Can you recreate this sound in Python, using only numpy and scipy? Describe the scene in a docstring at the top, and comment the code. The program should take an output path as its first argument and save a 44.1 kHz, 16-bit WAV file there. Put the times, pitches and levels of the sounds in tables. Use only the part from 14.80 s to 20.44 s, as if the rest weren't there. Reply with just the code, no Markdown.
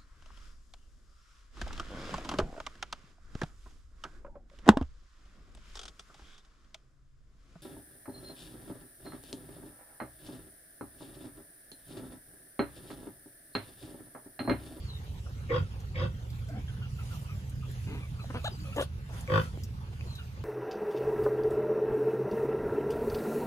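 """A slow engine thumps on low orders, with rumble, yard noise and rustling straw (coloured noise) beneath.
Bird whistles and hen clucks are blurred tones; lip smacks are dying cycles. Piglets grunt from the first second on:
creaky pulses through throat, mouth, chest and snout. Straw ticks crackle and faster-pulsed whines follow;
later come faint rising hums (husky tones), a squeal of harmonics and breath, then a throbbing yelp.
The left side hears each sound a moment before the right."""
import sys
import numpy as np
from scipy import signal
from scipy.fft import rfft, irfft
from scipy.io import wavfile
from scipy.ndimage import uniform_filter1d

SR = 44100
rng = np.random.default_rng(int(sys.argv[2]) if len(sys.argv) > 2 else 0)


def persist_wave(psi):
    """Save psi, clipped to +-1, as 16-bit WAV."""
    counts = np.round(np.clip(psi, -1, 1) * 32767).astype(np.int16)
    wavfile.write(sys.argv[1], SR, np.atleast_2d(counts).T)


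N = 248724

# engine: (time [s], firing rate [per s], load [dB])
ENGINE = [(0, 17.4, -10), (1.1, 14.9, -3.5), (1.7, 17.35, 1), (2.4, 20, -3.5), (2.9, 17.8, 2),
          (3.3, 17.9, -3), (4.2, 18.6, -10.5), (5.64, 18.3, -5.5)]
# engine orders that hold their level: {order: level [dB]}
STEADY_ORDERS = {3: -50.5, 4: -44.5, 5: -47.5, 8: -57.5}
# engine orders that swell with the load: {order: level at zero load [dB]}
LOADED_ORDERS = {6: -44.5, 7: -41}
# colour of the low rumble: (frequency [Hz], relative density [dB per Hz])
RUMBLE = [(25, -46), (46, -23), (80, -1), (119, -1.5), (166, -15.5), (211, -14.5), (240, -31.5),
          (400, -34.5), (600, -59)]
# colour of the yard noise: (frequency [Hz], relative density [dB per Hz])
YARD = [(150, -38), (250, -7.5), (523, -8), (627, -16), (806, -11.5), (1860, -17), (2910, -16.5),
        (7000, -30.5), (9100, -89)]
RUMBLE_DB, YARD_DB = -40.5, -57.5
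# colour of the straw rustle: (frequency [Hz], relative density [dB per Hz])
STRAW = [(500, 0.5), (1500, -3.5), (4000, -5), (8000, -8.5), (14000, -12), (14900, -24)]
# course of the straw rustle: (time [s], level [dB])
RUSTLE = [(0, -59.5), (.6, -61), (1.35, -64), (1.52, -60), (2.05, -62.5), (2.35, -50.5), (2.52, -57.5),
          (2.82, -62), (2.96, -55), (3.35, -60), (3.52, -57.5), (3.93, -56), (4.03, -44), (4.07, -64.5),
          (4.25, -64), (4.38, -50.5), (4.46, -57.5), (4.62, -49.5), (4.72, -59.5), (5.05, -65),
          (5.3, -58.5), (5.64, -62)]
# birds: (time [s], length [s], first pitch [Hz], last pitch [Hz], level [dB], blur [ratio])
WHISTLES = [(0.0, 0.12, 4560, 4380, -62, 3), (0.072, 0.13, 4180, 3520, -53.5, 2.5),
            (3.386, 0.099, 4160, 3780, -61, 0.82), (0.913, 0.026, 3100, 2784, -62.5, .84),
            (3.702, 0.075, 5050, 4560, -58, 0.46), (3.793, 0.052, 4540, 4580, -58.5, 0.51),
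            (5.265, 0.15, 4350, 3690, -56, 2.5)]
# lip smacks: (time [s], nominal peak [dB], frequency [Hz])
SMACKS = [(0.28, -43.5, 475), (3.444, -36.5, 686), (4.775, -33, 350), (4.477, -34, 2306), (5.21, -36, 2550),
          (5.311, -53, 1119)]
# hens: (time [s], length [s], nominal pitch [Hz], level [dB], relative second harmonic [dB])
CLUCKS = [(0.459, 0.028, 1290, -54.5, -17), (1.875, 0.039, 1610, -53.5, 1), (2.014, 0.066, 1410, -54.5, 2),
          (2.179, 0.063, 1322, -54, -1), (2.303, 0.057, 1373, -50.5, -16), (2.473, 0.086, 1250, -54.5, 0),
          (2.821, 0.048, 1225, -53, -22.5), (3.208, 0.074, 1185, -58, 5.5), (3.387, 0.044, 1270, -51.5, -2),
          (3.59, 0.027, 1270, -53.5, 2), (3.828, 0.111, 1260, -57, 4), (3.923, 0.035, 1330, -52, 4),
          (5.381, 0.057, 1420, -51.5, 0)]

# grunts: (peak time [s], rise [s], fall [s], effort [dB], mouth [dB], palate [dB], chest [dB], snout [dB],
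# opening push [dB], strong pulses [per s], time of one strong pulse [s], roughness [0-1],
# extra roughness at the start [0-1], frequency factors of throat, mouth, snout [ratio],
# climb to the peak [dB], lag of the rasp at the start [dB])
GRUNTS = [(.752, 0.067, 0.065, -31.5, -4, -3, 5.5, -11.5, 8.5, 47.8, .741, 0.48, 0.5, 0.97, 0.95, 1.02, 11, 15),
          (1.224, .088, 0.062, -35.5, -4.5, -1, 7, -10.5, 6.5, 49, 1.197, 0.69, 0.15, 1.03, 0.97, 1.02, 29, -4.5),
          (4.558, .085, 0.072, -29.5, -1, 3, 4, -10, -2, 51.5, 4.558, 0.3, 0.038, 1.006, 0.97, .99, 12.5, 12)]
# resonances of throat, mouth, palate, snout and chest, before scaling:
# (frequency [Hz], width [Hz], relative level [dB], level gained through a call [dB])
THROAT = [(507, 46, 1, 2), (322, 112, -6.5, 6)]
MOUTH = [(1140, 76, 3.5, -4.5), (1015, 137, -2, 3), (740, 170, -9, -1.5)]
PALATE = [(1528, 96, -8.5, 14.8), (1743, 110, -25, 2.2)]
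SNOUT = [(2010, 230, -7, 3), (2606, 100, -5.5, 4), (3200, 180, -0.5, -1.5), (3543, 150, -5, 0.5),
         (4670, 440, -8.5, 1)]
CHEST = [(112.2, 18.5, 0.99, 0.012), (148, 25.4, -1.3, 0.0042)]
FALL_DB, TAIL_S, TAIL_DB = 25.5, 0.079, 13  # effort drops after its peak, then trails off
CHEST_LAG_S, CHEST_RISE_DB = 0.0056, 35  # the chest peaks late and rings on
SHUT_DB = 9  # the mouth is still closed as a grunt starts
PUSH_S, LINGER = 0.03, 0.74  # the snout opens with a push of air; its rasp follows this power of the effort
SAG_PER_S = 0.72  # palate and opening push sink in pitch by this share a second

# straw ticks: (time [s], nominal peak [dB], frequency [Hz])
TICKS = [(1.002, -52, 5860), (1.502, -50, 4230), (1.686, -52, 4820), (2.696, -48, 8900),
         (2.913, -46, 10300), (3.641, -51, 6800), (4.013, -40.5, 6160), (3.963, -43.5, 6700),
         (4.408, -45, 7250), (4.835, -40, 5600), (5.353, -46.5, 4240)]
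# whines of smaller or farther piglets: (start [s], rise [s], fall [s], effort [dB], first pitch [Hz],
# last pitch [Hz], roughness [0-1], tract frequency factor [ratio], factor gained through the call [share],
# resonance width factor [ratio], chest [dB], mouth [dB], snout [dB])
WHINES = [(1.679, 0.097, 0.052, -53.5, 226.3, 237, 0.84, 1.4, .16, 0.95, 8, -6, -27),
          (3.06, .08, 0.095, -52.5, 148.5, 150.2, 0.39, 0.79, 0.009, .7, 5.5, -3.5, -1),
          (3.5, 0.0038, 0.013, -44.5, 260.6, 243, 0.04, 0.92, 0.099, 7.3, 2.5, 2, -19),
          (3.538, 0.022, 0.04, -43.5, 200.4, 266, 0.28, 0.92, 0.13, 7.5, -3, -1, -7),
          (4.28, 0.07, 0.091, -56.5, 201.9, 197.5, 0.36, 1.2, 0.25, 15, -15, -11, -13)]
WHINE_RISE_DB, WHINE_FALL_DB = 1, 18
# faint rising hums, the first sounding beneath the whine at 3.06 s:
# (time [s], length [s], first pitch [Hz], last pitch [Hz], level [dB])
HUMS = [(3.122, .08, 268.5, 294, -49.5), (3.705, 0.031, 344, 363, -51), (3.745, 0.12, 270, 318, -52.5),
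        (3.84, 0.084, 535, 550, -55)]

# harmonics of the squeal, from the fundamental up: (relative level [dB])
SQUEAL_HARMONICS = [-1.5, -5, -24]
SQUEAL_S, SQUEAL_LENGTH_S, SQUEAL_LOW_HZ, SQUEAL_TOP_HZ = 3.641, .046, 503, 870  # pitch is one arch
SQUEAL_TOP_DB, SQUEAL_ENDS_DB, SQUEAL_LEAN = -35.5, 10.5, 1.1  # the ends are lifted against the top

# resonances of the yelp, before scaling: (first frequency [Hz], last frequency [Hz], width [Hz],
# relative level [dB], level gained through the call [dB])
YELP_TRACT = [(514, 556, 89, 3, -2), (330, 450, 124, -2, -1), (596, 1870, 150, -3, -7),
              (1000, 1220, 150, -18, 17), (1880, 1500, 250, -9, 1), (3020, 3450, 300, -14.5, 6),
              (3460, 3400, 580, -21, 16)]
YELP_S, YELP_RISE_S, YELP_FALL_S, YELP_DB = 3.961, 0.037, .052, -30.5
YELP_HZ, YELP_THROB_HZ, YELP_THROB_DB, YELP_ROUGH = 270, 70, 4.5, .4

# likeness of the diffuse sound on both sides: (frequency [Hz], left-right likeness [0-1])
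SAME = [(60, 1), (200, 0.91), (500, 0.88), (1500, 0.36), (4000, 0.026), (8000, 0.41), (12000, 1)]
# balance of the sides: (frequency [Hz], left against right [dB])
LEFT_DB = [(150, -1.93), (400, 0.68), (4000, -0.42), (12000, -0.28)]
LEAD_S = .000297
# the other calls come from nearer the middle
NEAR_LEAD_S, NEAR_ECHO_DB, NEAR_LEFT_DB = .00015, -9, 2
# the grunts come from behind the heap: their middle range reaches the right only by a detour, amid strong echoes
DETOUR_S, FAR_ECHO_DB = .0017, -2
# range that takes the detour: (lower edge [Hz], upper edge [Hz])
DETOUR_HZ = [400, 2600]
EDGE_HZ = 15600


def amp(db):
    """Decibels to a linear factor."""
    return 10 ** (np.asarray(db) / 20)


def evened(x):
    """Scales to an RMS of 1."""
    return x / np.sqrt(np.mean(x ** 2) + 1e-20)


def read(points, hz):
    """Reads a curve along a logarithmic frequency axis."""
    f, value = np.transpose(points)
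    return np.interp(np.log(hz + 1), np.log(f + 1), value)


def add(mix, s, sound):
    """Lays a sound into the mix at s seconds."""
    part = mix[round(s * SR):][:len(sound)]
    part += sound[:len(part)]


def unroll(rows):
    """Columns of a curve table, one value a sample, the last value held to the end."""
    s, *columns = np.transpose(rows)
    t = np.arange(s[0], s[-1], 1 / SR)
    return [np.pad(np.interp(t, s, c), (0, 99), "edge")[:N] for c in columns]


def swell(t, rise, fall, rise_db, fall_db):
    """Level in dB around a peak at t = 0: rise_db lower a rise before it, fall_db lower a fall after it."""
    return np.where(t < 0, -rise_db * abs(t / rise) ** 2.17, -fall_db * (t / fall) ** 2)


def resonate(x, hz, width):
    """Shifts hz down to zero, smooths, and shifts back: a resonance of gain 1."""
    turn = np.exp(2j * np.pi * np.cumsum(hz * np.ones(len(x))) / SR)
    r = np.exp(-np.pi * width / SR)
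    return 2 * (turn * signal.lfilter([1 - r], [1, -r], x / turn)).real


def resonate_twice(x, hz, width):
    """Two resonances in a row, the second twice as wide, give steeper flanks."""
    return resonate(resonate(x, hz, width), hz, 2 * width)


def wander(count, span):
    """Slow random drift: noise smoothed twice."""
    return evened(uniform_filter1d(uniform_filter1d(rng.standard_normal(count), span), span))


def tract(x, modes, scale):
    """Steep resonances at scaled, wavering frequencies; their balance shifts as the mouth opens."""
    opening = np.linspace(0, 1, len(x))
    scale = scale * (1 + .015 * wander(len(x), 500))
    out = np.zeros(len(x))
    for hz, width, db, gained_db in modes:
        out += amp(db + gained_db * opening) * evened(resonate_twice(x, hz * scale, width))
    return evened(out)


def folds(rate, rough, jitter, weak, at=0):
    """Uneven vocal-fold pulses with noise puffs; weak ones alternate with strong, one strong at sample `at`."""
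    count = len(rate)
    drift = evened(uniform_filter1d(rng.standard_normal(count), 300))
    turns = np.cumsum(2 * rate * (1 + jitter * drift)) / SR
    turns = turns - turns[at]
    size = np.where(turns % 2 < 1, 1, weak)
    onsets = np.diff(np.floor(turns), prepend=np.floor(turns[0]) - (at == 0))
    pulses = onsets * size * amp(1.65 * rng.standard_normal(count))
    puffs = (0.55 + size * np.exp(-(turns % 1) / .5)) * rng.standard_normal(count)
    return (1 - rough) * evened(pulses) + rough * evened(puffs)


def soft(x):
    """Soft tissue dulls the top of each pulse."""
    return signal.lfilter(*signal.butter(2, 1700, fs=SR), x)


def fuzzy(hz, width, blur):
    """A tone blurred by a narrow band of noise around it."""
    haze = resonate_twice(rng.standard_normal(len(hz)), hz, width)
    return evened(np.sin(2 * np.pi * np.cumsum(hz) / SR) + blur * evened(haze))


def noise(spectrum, patchy_db, flicker_db):
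    """Two unrelated noises of one colour, with drifting patches and flicker across all bands."""
    frames, hz = N // 256 + 5, np.fft.rfftfreq(1024, 1 / SR)
    a, b, c, d, patches = rng.standard_normal((frames, 513, 5)).T
    patches = evened(uniform_filter1d(uniform_filter1d(patches, 12, 0), 10, 1))
    field_db = read(spectrum, hz)[:, None] + patchy_db * patches + flicker_db * rng.standard_normal(frames)
    bands = np.array([a + 1j * b, c + 1j * d]) * amp(field_db)
    return evened(signal.istft(bands, nperseg=1024, noverlap=768)[1][:, :N])


def engine():
    """Low orders of the firing rate, nearly in step so that each firing thumps."""
    rate, load_db = unroll(ENGINE)
    turns = np.cumsum(rate) / SR
    levels_db = {**STEADY_ORDERS, **{k: db + load_db for k, db in LOADED_ORDERS.items()}}
    out = np.zeros(N)
    for k, db in levels_db.items():
        phase = 2 * np.pi * k * turns + 0.78 * wander(N, 5000)
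        out += np.sqrt(2) * amp(db) * np.sin(phase)
    return out


def background():
    """Low rumble and yard noise, each a patchy, flickering coloured noise."""
    rumble = amp(RUMBLE_DB) * noise(RUMBLE, patchy_db=1.5, flicker_db=-2.5)
    return rumble + amp(YARD_DB) * noise(YARD, patchy_db=4.0, flicker_db=1.5)


def rustle():
    """Many small straw contacts merge into one patchy noise that swells and sinks."""
    return amp(unroll(RUSTLE)[0]) * noise(STRAW, patchy_db=3.5, flicker_db=1.0)


def whistles():
    """Small birds: blurred, gliding tones, most of them falling."""
    out = np.zeros(N)
    for s, length, first_hz, last_hz, db, blur in WHISTLES:
        pitch = np.linspace(first_hz, last_hz, int(length * SR))
        add(out, s, amp(db) * fuzzy(pitch, 140, blur) * signal.windows.tukey(len(pitch), .5))
    return out


def smacks():
    """Lip smacks: a few dying cycles after a sharp start."""
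    out, t = np.zeros(N), np.arange(1200) / SR
    for s, db, hz in SMACKS:
        add(out, s, amp(db) * np.sin(2 * np.pi * hz * t + .6) * np.exp(-t / .002))
    return out


def clucks():
    """Hens: a blurred tone and its second harmonic sag in pitch and fade."""
    out = np.zeros(N)
    for s, length, hz, db, second_db in CLUCKS:
        u = np.linspace(0, 1, int(length * SR))
        pitch = hz * (1.05 - 0.13104 * u)
        tone = fuzzy(pitch, 154, 0.99) + amp(second_db) * fuzzy(2 * pitch, 280, 0.71)
        add(out, s, amp(db) * tone * np.minimum(u / 0.25, 1) * (1 - u) ** 0.71)
    return out


def grunt(peak, rise, fall, effort_db, mouth_db, palate_db, chest_db, snout_db, push_db, rate, pulse_s,
          rough, hoarse, throat, mouth, snout, rise_db, late_db):
    """Slow creaky pulses, hoarser at first, ring throat, mouth and chest; the snout adds a breathier rasp."""
    t = np.arange(-rise, fall + TAIL_S, 1 / SR)
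    early = np.clip(-t / rise, 0, 1)
    sag = 1 - SAG_PER_S * t

    tail_db = -FALL_DB - TAIL_DB * (t - fall) / TAIL_S
    effort = amp(np.where(t < fall, swell(t, rise, fall, rise_db, FALL_DB), tail_db))
    chest_swell_db = swell(t - CHEST_LAG_S, rise + CHEST_LAG_S, fall + TAIL_S - CHEST_LAG_S,
                           CHEST_RISE_DB, FALL_DB + TAIL_DB)
    push_u = (t + rise) / PUSH_S
    push = amp(push_db) * push_u * np.exp(1 - 2 * push_u)

    rate, at = np.full(len(t), rate), round((pulse_s - peak + rise) * SR)
    drive_rough = np.clip(rough + hoarse * np.sqrt(early), 0, 1)
    rasp_rough = np.clip(rough + 0.12 + hoarse * early, 0, 1)
    drive = folds(rate, drive_rough, jitter=0.04, weak=0.13, at=at)
    rasp = folds(rate, rasp_rough, jitter=0.03, weak=0.42, at=at)

    mouth_sound = amp(mouth_db) * tract(drive, MOUTH, mouth)
    mouth_sound = mouth_sound + amp(palate_db) * tract(drive, PALATE, mouth * sag)
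    voice = effort * (tract(drive, THROAT, throat) + amp(-SHUT_DB * early) * mouth_sound)
    nose = effort ** LINGER * amp(-late_db * early) * tract(rasp, SNOUT, snout)
    nose = nose + push * tract(rasp, SNOUT[:1], snout * sag)
    body = amp(chest_db + chest_swell_db) * tract(drive, CHEST, 0.884)
    call = voice + body + amp(snout_db) * nose
    return peak - rise, amp(effort_db) * call * signal.windows.tukey(len(t), .22)


def ticks():
    """Straw ticks: a short crackle coloured by the stalk."""
    out, t = np.zeros(N), np.arange(1200) / SR
    for s, db, hz in TICKS:
        crack = uniform_filter1d(np.diff(rng.standard_normal(1201)), size=2)
        tick = 0.5 * evened(crack) + evened(resonate(crack, hz, 1050))
        add(out, s, amp(db - 6.5) * tick * np.exp(-t / 0.01) * np.minimum(t / 0.00033, 1))
    return out


def whine(start, rise, fall, effort_db, first_hz, last_hz, rough, scale, gained, widening,
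          chest_db, mouth_db, snout_db):
    """Faster pulses through a like tract whose resonances rise through the call; a smaller chest rings higher."""
    t = np.arange(-rise, fall, 1 / SR)
    u = np.linspace(0, 1, len(t))
    hz = last_hz + (first_hz - last_hz) * (1 - u) ** 2
    drive = folds(hz / 2, np.clip(rough, 0, 1), jitter=.09, weak=.8)
    dull = soft(drive)
    scale = scale * (1 + gained * (u - .5))

    def widened(modes):
        return [(f, widening * width, db, gained_db) for f, width, db, gained_db in modes]

    voice = tract(dull, widened(THROAT), scale)
    voice = voice + amp(mouth_db) * tract(dull, widened(MOUTH + PALATE), scale)
    voice = voice + amp(snout_db) * tract(drive, SNOUT, scale)
    voice = voice + amp(chest_db) * tract(dull, widened(CHEST), 1.754)
    level = amp(effort_db + swell(t, rise, fall, WHINE_RISE_DB, WHINE_FALL_DB))
    return start, level * voice * signal.windows.tukey(len(t), .18)


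def hums():
    """Faint tones, rising in pitch and husky with narrow noise, that swell and fade smoothly."""
    out = np.zeros(N)
    for s, length, first_hz, last_hz, db in HUMS:
        pitch = np.linspace(first_hz, last_hz, int(length * SR))
        add(out, s, amp(db) * fuzzy(pitch, 44, 0.74) * np.hanning(len(pitch)))
    return out


def squeal():
    """A pitch arch of harmonics with resonant breath, lifted either side of the top and faded at the edges."""
    arch = np.sin(np.pi * np.linspace(0, 1, int(SQUEAL_LENGTH_S * SR)) ** SQUEAL_LEAN)
    hz = SQUEAL_LOW_HZ + (SQUEAL_TOP_HZ - SQUEAL_LOW_HZ) * arch ** 1.26
    turns = np.cumsum(hz) / SR
    tone = sum(amp(db) * np.sin(2 * np.pi * k * turns) for k, db in enumerate(SQUEAL_HARMONICS, 1))
    breath_modes = [(3300, 470, 8.3, 0), (3960, 460, 13.0, 0), (6560, 2900, 0.73, 0)]
    breath = tract(rng.standard_normal(len(hz)), breath_modes, 0.93)
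    level = amp(SQUEAL_TOP_DB + SQUEAL_ENDS_DB * (1 - arch) ** 2.7)
    return level * (tone + amp(-5.5) * breath) * signal.windows.tukey(len(hz), .35)


def yelp():
    """A voice throbbing in level; its resonances glide, one climbing steeply as the mouth opens."""
    t = np.arange(-YELP_RISE_S, YELP_FALL_S, 1 / SR)
    drive = soft(folds(np.full(len(t), YELP_HZ / 2), YELP_ROUGH, jitter=.08, weak=0.83))
    voice = np.zeros(len(t))
    for first_hz, last_hz, width, db, gained_db in YELP_TRACT:
        glide_hz = np.linspace(first_hz, last_hz, len(t))
        level = amp(db + np.linspace(0, gained_db, len(t)))
        voice += level * tract(drive, [(0.98, width, 0, 0)], glide_hz)  # 0.98 scales the glide
    throb_db = YELP_THROB_DB * np.cos(2 * np.pi * YELP_THROB_HZ * t)
    level_db = YELP_DB + swell(t, YELP_RISE_S, YELP_FALL_S, 6.2, 32) + throb_db
    return amp(level_db) * evened(voice) * signal.windows.tukey(len(t), .02)


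def pen(x):
    """Short scattered echoes off the walls, other ones for each side."""
    decay = amp(-60 * np.arange(6000) / SR / 0.11)  # 60 dB in 0.11 s
    taps = rng.standard_normal((2, 6000)) * (rng.random((2, 6000)) < .05) * decay
    taps = taps / np.linalg.norm(taps, axis=1, keepdims=True)
    return signal.fftconvolve(x[None], taps, axes=1)[:, :N]


def echoed(x, echo_db):
    """Adds wall echoes of the middle range, where the two sides then differ most."""
    middle = signal.lfilter(*signal.butter(2, [300, 5000], "band", fs=SR), x)
    return x + amp(echo_db) * pen(middle)


def scene():
    """Mixes the sources and spreads them over two sides by lead, balance and likeness."""
    common, other = background() + rustle()
    common = common + engine()
    near, far = whistles() + smacks() + clucks() + ticks() + hums(), np.zeros(N)
    for row in GRUNTS:
        add(far, *grunt(*row))
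    for row in WHINES:
        add(near, *whine(*row))
    add(near, SQUEAL_S, squeal())
    add(near, YELP_S, yelp())
    near, far = echoed(near, NEAR_ECHO_DB), echoed(far, FAR_ECHO_DB)

    # the left side hears partly other diffuse sound, a different balance, and everything a little early
    hz = np.fft.rfftfreq(N, 1 / SR)
    same = np.clip(read(SAME, hz), 0, 1)
    far_lead_s = np.where((hz > DETOUR_HZ[0]) & (hz < DETOUR_HZ[1]), DETOUR_S, LEAD_S)
    diffuse = same * rfft(common) + np.sqrt(1 - same ** 2) * rfft(other)
    left = diffuse * np.exp(2j * np.pi * hz * LEAD_S)
    left = left + rfft(far[0]) * np.exp(2j * np.pi * hz * far_lead_s)
    left = left + amp(NEAR_LEFT_DB) * rfft(near[0]) * np.exp(2j * np.pi * hz * NEAR_LEAD_S)
    return np.array([irfft(left * amp(read(LEFT_DB, hz)), N), near[1] + far[1] + common])


def record(dry):
    """The upper band limit, a steep low-pass."""
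    return signal.oaconvolve(dry, signal.firwin(511, EDGE_HZ, window=("kaiser", 9), fs=SR)[None], "same")


dry = scene()
out = record(dry)
persist_wave(out)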